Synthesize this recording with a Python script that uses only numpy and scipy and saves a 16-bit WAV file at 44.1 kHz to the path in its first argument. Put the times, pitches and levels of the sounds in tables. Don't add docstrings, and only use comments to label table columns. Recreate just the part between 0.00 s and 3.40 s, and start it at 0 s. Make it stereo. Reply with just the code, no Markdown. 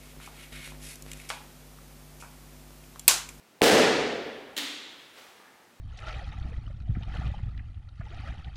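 import sys
import numpy as np
from scipy import signal
from scipy.fft import rfft, irfft, next_fast_len
from scipy.io import wavfile
from scipy.ndimage import map_coordinates

SR = 44100
rng = np.random.default_rng(int(sys.argv[2]) if len(sys.argv) > 2 else 0)


def field_ratio(decibels):
    return 10 ** (np.asarray(decibels, dtype=float) / 20)


def wav_out(sig):
    wavfile.write(sys.argv[1], SR, np.round(np.clip(np.atleast_2d(sig).T, -1, 1) * 32767).astype(np.int16))


N = 149940

# centre [Hz], width [Hz], level [dB]
WIRE = [(2470, 410, 5.5), (3450, 1300, -11)]
# centre [Hz], width [Hz], level [dB]
JAW = [(7860, 1100, -4.5), (5400, 3400, -3.5), (10200, 3700, -4)]


def unit(x):
    return x / np.sqrt(np.mean(x ** 2) + 1e-20)


def along(points, hz):
    f, v = np.transpose(points)
    return np.interp(np.log(hz + 1), np.log(f + 1), v)


def filtered(x, response):
    m = next_fast_len(x.shape[-1] + 8192)
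    spectrum = rfft(x, m) * response(np.fft.rfftfreq(m, 1 / SR))
    return irfft(spectrum, m)[..., :x.shape[-1]]


def body(peaks):
    def response(f):
        total = 0
        for k, (centre, width, db) in enumerate(peaks):
            damping = 1j * f * width
            total = total + (-1) ** k * field_ratio(db) * damping / (centre ** 2 - f ** 2 + damping)
        return total
    return response


def wobble(rate):
    knots = rng.standard_normal(int(N * rate / SR) + 4)
    return map_coordinates(knots, [np.arange(N) * rate / SR])


def sides(pan_db):
    return field_ratio([[pan_db / 2], [-pan_db / 2]])


def burst(peaks, t60, hold=0, blow=2.1):
    t = np.arange(2048) / SR
    rattle = rng.standard_normal(len(t)) * field_ratio(-60 * np.maximum(t - hold, 0) / t60)
    x = filtered(rattle + blow * (t == 0), body(peaks))
    return x / np.abs(x).max()


def click(response, late=0):
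    x = filtered(np.arange(2048) == late, response)
    return x[None] / np.linalg.norm(x)


def add(track, s, sound):
    track[:, round(s * SR):][:, :sound.shape[-1]] += sound


def fingers():
    # centre [Hz], width [Hz], level [dB]
    skin = [(1130, 530, -11), (2200, 750, 4.5), (4100, 1370, -4.5)]
    # centre [Hz], width [Hz], level [dB]
    gloss = [(5450, 6800, -2), (11340, 2100, 0.5)]
    # start_s [s], length_s [s], level_db [dB], bright_db [dB], rise [share spent rising]
    strokes = [
        (-.05, 0.21, -59.5, -5.5, 0.44),
        (0.178, 0.14, -54, -7.5, 0.5),
        (0.3, 0.2, -52, -10.5, 0.58),
        (0.506, 0.19, -48, -10.5, 0.22),
        (0.602, 0.12, -53, -6, 0.85),
        (0.786, 0.18, -49.5, 0, 0.55),
        (1.023, 0.56, -57.5, -5.5, 0.15),
    ]
    rub_db, sheen_db, low_cut_hz = -1, 4.5, 1200
    t = np.arange(N) / SR
    roughness_db = 2 * wobble(180) + 1.5 * wobble(29.97)
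    grains = rng.standard_normal((2, N)) * field_ratio(roughness_db)
    dull = unit(filtered(grains[0], body(skin)))
    sheen = unit(filtered(grains[1], lambda f: body(gloss)(f) * f ** 4 / (f ** 4 + low_cut_hz ** 4)))
    out = np.zeros(N)
    for start_s, length_s, level_db, bright_db, rise in strokes:
        u = (t - start_s) / length_s
        ramp = np.clip(np.minimum(u / rise, (1 - u) / (1 - rise)), 0, 1)
        shape = np.sin(np.pi / 2 * ramp) ** 1.16
        out += shape * field_ratio(level_db + rub_db) * (dull + field_ratio(bright_db + sheen_db) * sheen)
    return sides(-6.5) * out


def room(x):
    # pitch_hz [Hz], t60_s [s]
    decay = [(200, 0.24), (1000, 0.43), (3000, 0.36), (7000, 0.32), (13000, 0.28)]
    predelay_s, alike = 0.001025, 0.56
    a, b = rng.standard_normal((2, SR // 2))
    noise = [a + (1 - alike) * b, a - (1 - alike) * b]
    hz, t, z = signal.stft(noise, SR, nperseg=256)
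    fade = field_ratio(-60 * t / along(decay, hz)[:, None])
    tail = signal.istft(z * fade, SR, nperseg=256)[1]
    tail = tail / np.linalg.norm(tail[0])
    delayed = np.pad(x.mean(0), (round(predelay_s * SR), 0))[None]
    return signal.fftconvolve(delayed, tail, axes=1)[:, :N]


def hum():
    # multiple [of the mains pitch], level_db [dB rms]
    multiples = [(1, -54.5), (3, -57.5), (5, -62), (7, -68), (9, -77.5), (11, -73.5), (13, -75)]
    # start_s [s], length_s [s], extra hum level_db [dB]
    touches = [
        (0.169, 0.031, 6.5),
        (0.519, 0.094, 7),
        (.68, 0.21, 6),
        (1.016, 0.17, 5.5),
    ]
    # start_s [s], peak level_db [dB], corner pitch_hz [Hz]
    pops = [
        (.165, -40, 400),
        (.528, -32, 500),
        (.6765, -29, 600),
        (1.064, -31.5, 400),
        (2.707, -36, 500),
    ]
    mains_hz, start, turn, bass_cut_lead = 49.965, 2.05, -.75, 1.25
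    edge_s, drift_db, pan_db = 0.0049, 0.63, -3
    t = np.arange(N) / SR
    touch_db = np.zeros(N)
    for start_s, length_s, level_db in touches:
        on = np.clip((t - start_s) / edge_s, 0, 1)
        off = np.clip((start_s + length_s - t) / edge_s, 0, 1)
        touch_db += level_db * on * off
    wave = np.zeros(N)
    for k, level_db in multiples:
        phase = k * (2 * np.pi * mains_hz * t + start) + turn + bass_cut_lead / k ** 2
        wave += field_ratio(level_db + drift_db * wobble(5.86)) * np.sqrt(2) * np.sin(phase)
    out = sides(pan_db) * wave * field_ratio(touch_db)
    u = np.arange(1024) / SR
    for start_s, level_db, pitch_hz in pops:
        fall = 2 * np.pi * pitch_hz * u
        add(out, start_s, sides(pan_db) * field_ratio(level_db) * (1 - fall) * np.exp(-fall))
    return out


def hiss():
    # pitch_hz [Hz], level_db [dB per Hz]
    colour = [(240, -32), (400, -7), (793, -3.5), (1370, -6.5), (1800, -8), (2480, -8), (2890, -9.5),
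              (15200, -12.5)]
    colour = [(150, -26)] + list(colour) + [(15600, -62)]
    noise = rng.standard_normal((2, N))
    return field_ratio(-56 + 3) * unit(filtered(noise, lambda f: field_ratio(along(colour, f))))


def rumble():
    # pitch_hz [Hz], level_db [dB per Hz]
    colour = [(20, -30), (45, -6), (75, -7), (120, -10), (200, -5), (350, -9), (700, -16), (1500, -40)]
    noise = rng.standard_normal((2, N))
    mid, side = unit(filtered(noise, lambda f: field_ratio(along(colour, f))))
    return field_ratio(-59.5) * (mid + field_ratio(-5.5) * np.array([side, -side]))


def knocks(out, far):
    # start_s [s], peak level_db [dB], pitch [factor], hard_db [dB], echo_db [dB]
    hits = [
        (0.2008, -40.5, 1.46, -8.5, 0.5),
        (0.2747, -39, 0.93, -16, 4),
        (.72, -44.5, 0.96, -18, 5),
        (.749, -46, 1.9, -14, -5),
        (1.3021, -20.5, 1.034, -2, 1.5),
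        (1.3082, -31.5, 1.13, -22, 0),
        (1.787, -45, 1.36, -16, -8),
        (2.2245, -38, 1.07, -24, 5),
        (2.236, -41, 1, -19, 4.5),
        (2.959, -39, 1.22, -9, -5.5),
    ]
    # centre [Hz], width [Hz], level [dB]
    board = [(500, 240, -2.5), (885, 240, 8.5), (1490, 320, 2.5)]
    # centre [Hz], width [Hz], level [dB]
    edge = [(2220, 660, 3), (3430, 890, 3), (4630, 1350, -1.5), (8600, 4100, -15)]
    for start_s, level_db, pitch, hard_db, echo_db in hits:
        peaks = [(hz * pitch, width * pitch, db) for hz, width, db in board]
        peaks += [(hz, width, db + hard_db) for hz, width, db in edge]
        add(out, start_s, sides(1.2) * field_ratio(level_db + 3) * burst(peaks, t60=0.0089))
        add(far, start_s, field_ratio(level_db + echo_db + 12.5) * click(body(peaks)))


def ticks(out, far):
    # start_s [s], peak level_db [dB], bright_db [dB of jaw over wire], pan_db [dB]
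    touches = [(0.262, -39.5, 0, -0.5), (0.9564, -35, 13, 3), (1.0228, -35, 9, 1), (1.0887, -44, -4, 8),
               (1.1156, -30.5, 1, -5), (1.1169, -38.5, -2, 23), (1.1329, -30, 4, -7),
               (1.1386, -53, 0, -1.5), (1.173, -42, 0, -4), (1.1999, -37, -8.5, 8),
               (2.8389, -43.5, -14, 0.5), (2.9949, -28.5, 27, 5.5), (3.2896, -29, 1, 3)]
    t60 = 0.015
    for start_s, level_db, bright_db, pan_db in touches:
        tick = burst(WIRE, t60) + field_ratio(bright_db + 3) * burst(JAW, t60)
        tick = tick / np.abs(tick).max()
        add(out, start_s, sides(pan_db) * field_ratio(level_db + 1) * tick)
        add(far, start_s, field_ratio(level_db - 0.5) * click(body(WIRE + JAW)))


def scrapes(out, far):
    # start_s [s], length_s [s], level_db [dB]
    slides = [
        (1.2895, 0.0093, -35),
        (1.294, 0.0011, -34),
        (2.2, .017, -49),
        (2.212, 0.0029, -42),
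        (3.291, 0.016, -51),
    ]
    for start_s, length_s, level_db in slides:
        slips = rng.standard_normal(2048) * (np.arange(2048) < length_s * SR)
        add(out, start_s, field_ratio(level_db) * filtered(slips, body(WIRE[1:] + JAW))[None])
        energy = np.sqrt(length_s * SR)
        add(far, start_s, field_ratio(level_db - 1.5) * energy * click(body(WIRE + JAW[1:])))


def pings(out):
    # start_s [s], level_db [dB]
    rings = [
        (2.9953, -36.5),
        (3.012, -49),
        (3.292, -40),
    ]
    # pitch_hz [Hz], level_db [dB], t60_s [s]
    modes = [(7280, 0, .03), (3350, -9, .035), (10000, -8, .01)]
    t = np.arange(2048) / SR
    ring = sum(field_ratio(db - 60 * t / t60) * np.sin(2 * np.pi * hz * t) for hz, db, t60 in modes)
    for start_s, level_db in rings:
        add(out, start_s, sides(3.0) * field_ratio(level_db) * ring)


def handling():
    out, far = np.zeros((2, N)), np.zeros((1, N))
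    knocks(out, far)
    ticks(out, far)
    scrapes(out, far)
    pings(out)
    return out, far


def snap():
    # start_s [s], peak level_db [dB]
    blows = [
        (3.0795, 6),
        (3.0835, -3),
        (3.0858, -9),
    ]
    # centre [Hz], width [Hz], level [dB]
    steel = [(444, 160, -16.5), (1070, 310, -8), (2550, 330, -5), (4400, 580, -5.5), (5180, 450, -6.5),
             (6360, 470, -10), (7790, 700, -2.5), (9620, 740, -1), (11040, 370, -10), (12100, 710, -3)]
    # pitch_hz [Hz], level_db [dB per Hz]
    wall_colour = [(150, -50), (250, -14), (542, -12), (1260, -4), (1740, -7.5), (2590, -5.5), (5510, -3),
                   (7260, -1.5), (15200, -17)]
    t60, hold_s, apart_share = .009, .0016, 0.63
    out, far = np.zeros((2, N)), np.zeros((1, N))
    for k, (start_s, level_db) in enumerate(blows):
        hold = hold_s if k == 0 else 0
        near = burst(steel, t60, hold, blow=6)
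        apart = apart_share * burst(steel[2:], t60)
        add(out, start_s, sides(-1.5) * field_ratio(level_db) * np.array([near + apart, near - apart]))
    echo = click(lambda f: field_ratio(along(wall_colour, f)), late=128)
    add(far, blows[0][0], field_ratio(14.5) * echo)
    return out, far


def scene():
    rub = fingers()
    taps, taps_far = handling()
    cut, cut_far = snap()
    near = rub + taps + cut
    echo = room(taps_far + field_ratio(-4) * rub) + room(cut_far)
    return near + echo + hum() + hiss() + rumble()


def low_pass(x):
    return signal.sosfilt(signal.butter(12, 15350, fs=SR, output="sos"), x)


def record(dry):
    clip_top, hardness, top_hz = 1.1, 6, 15500
    clipped = dry / (1 + np.abs(dry / clip_top) ** hardness) ** (1 / hardness)
    mix = filtered(clipped, lambda f: 1 / (1 + (f / top_hz) ** 40) * (f > 20))
    return low_pass(mix)


dry = scene()
out = record(dry)
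wav_out(out)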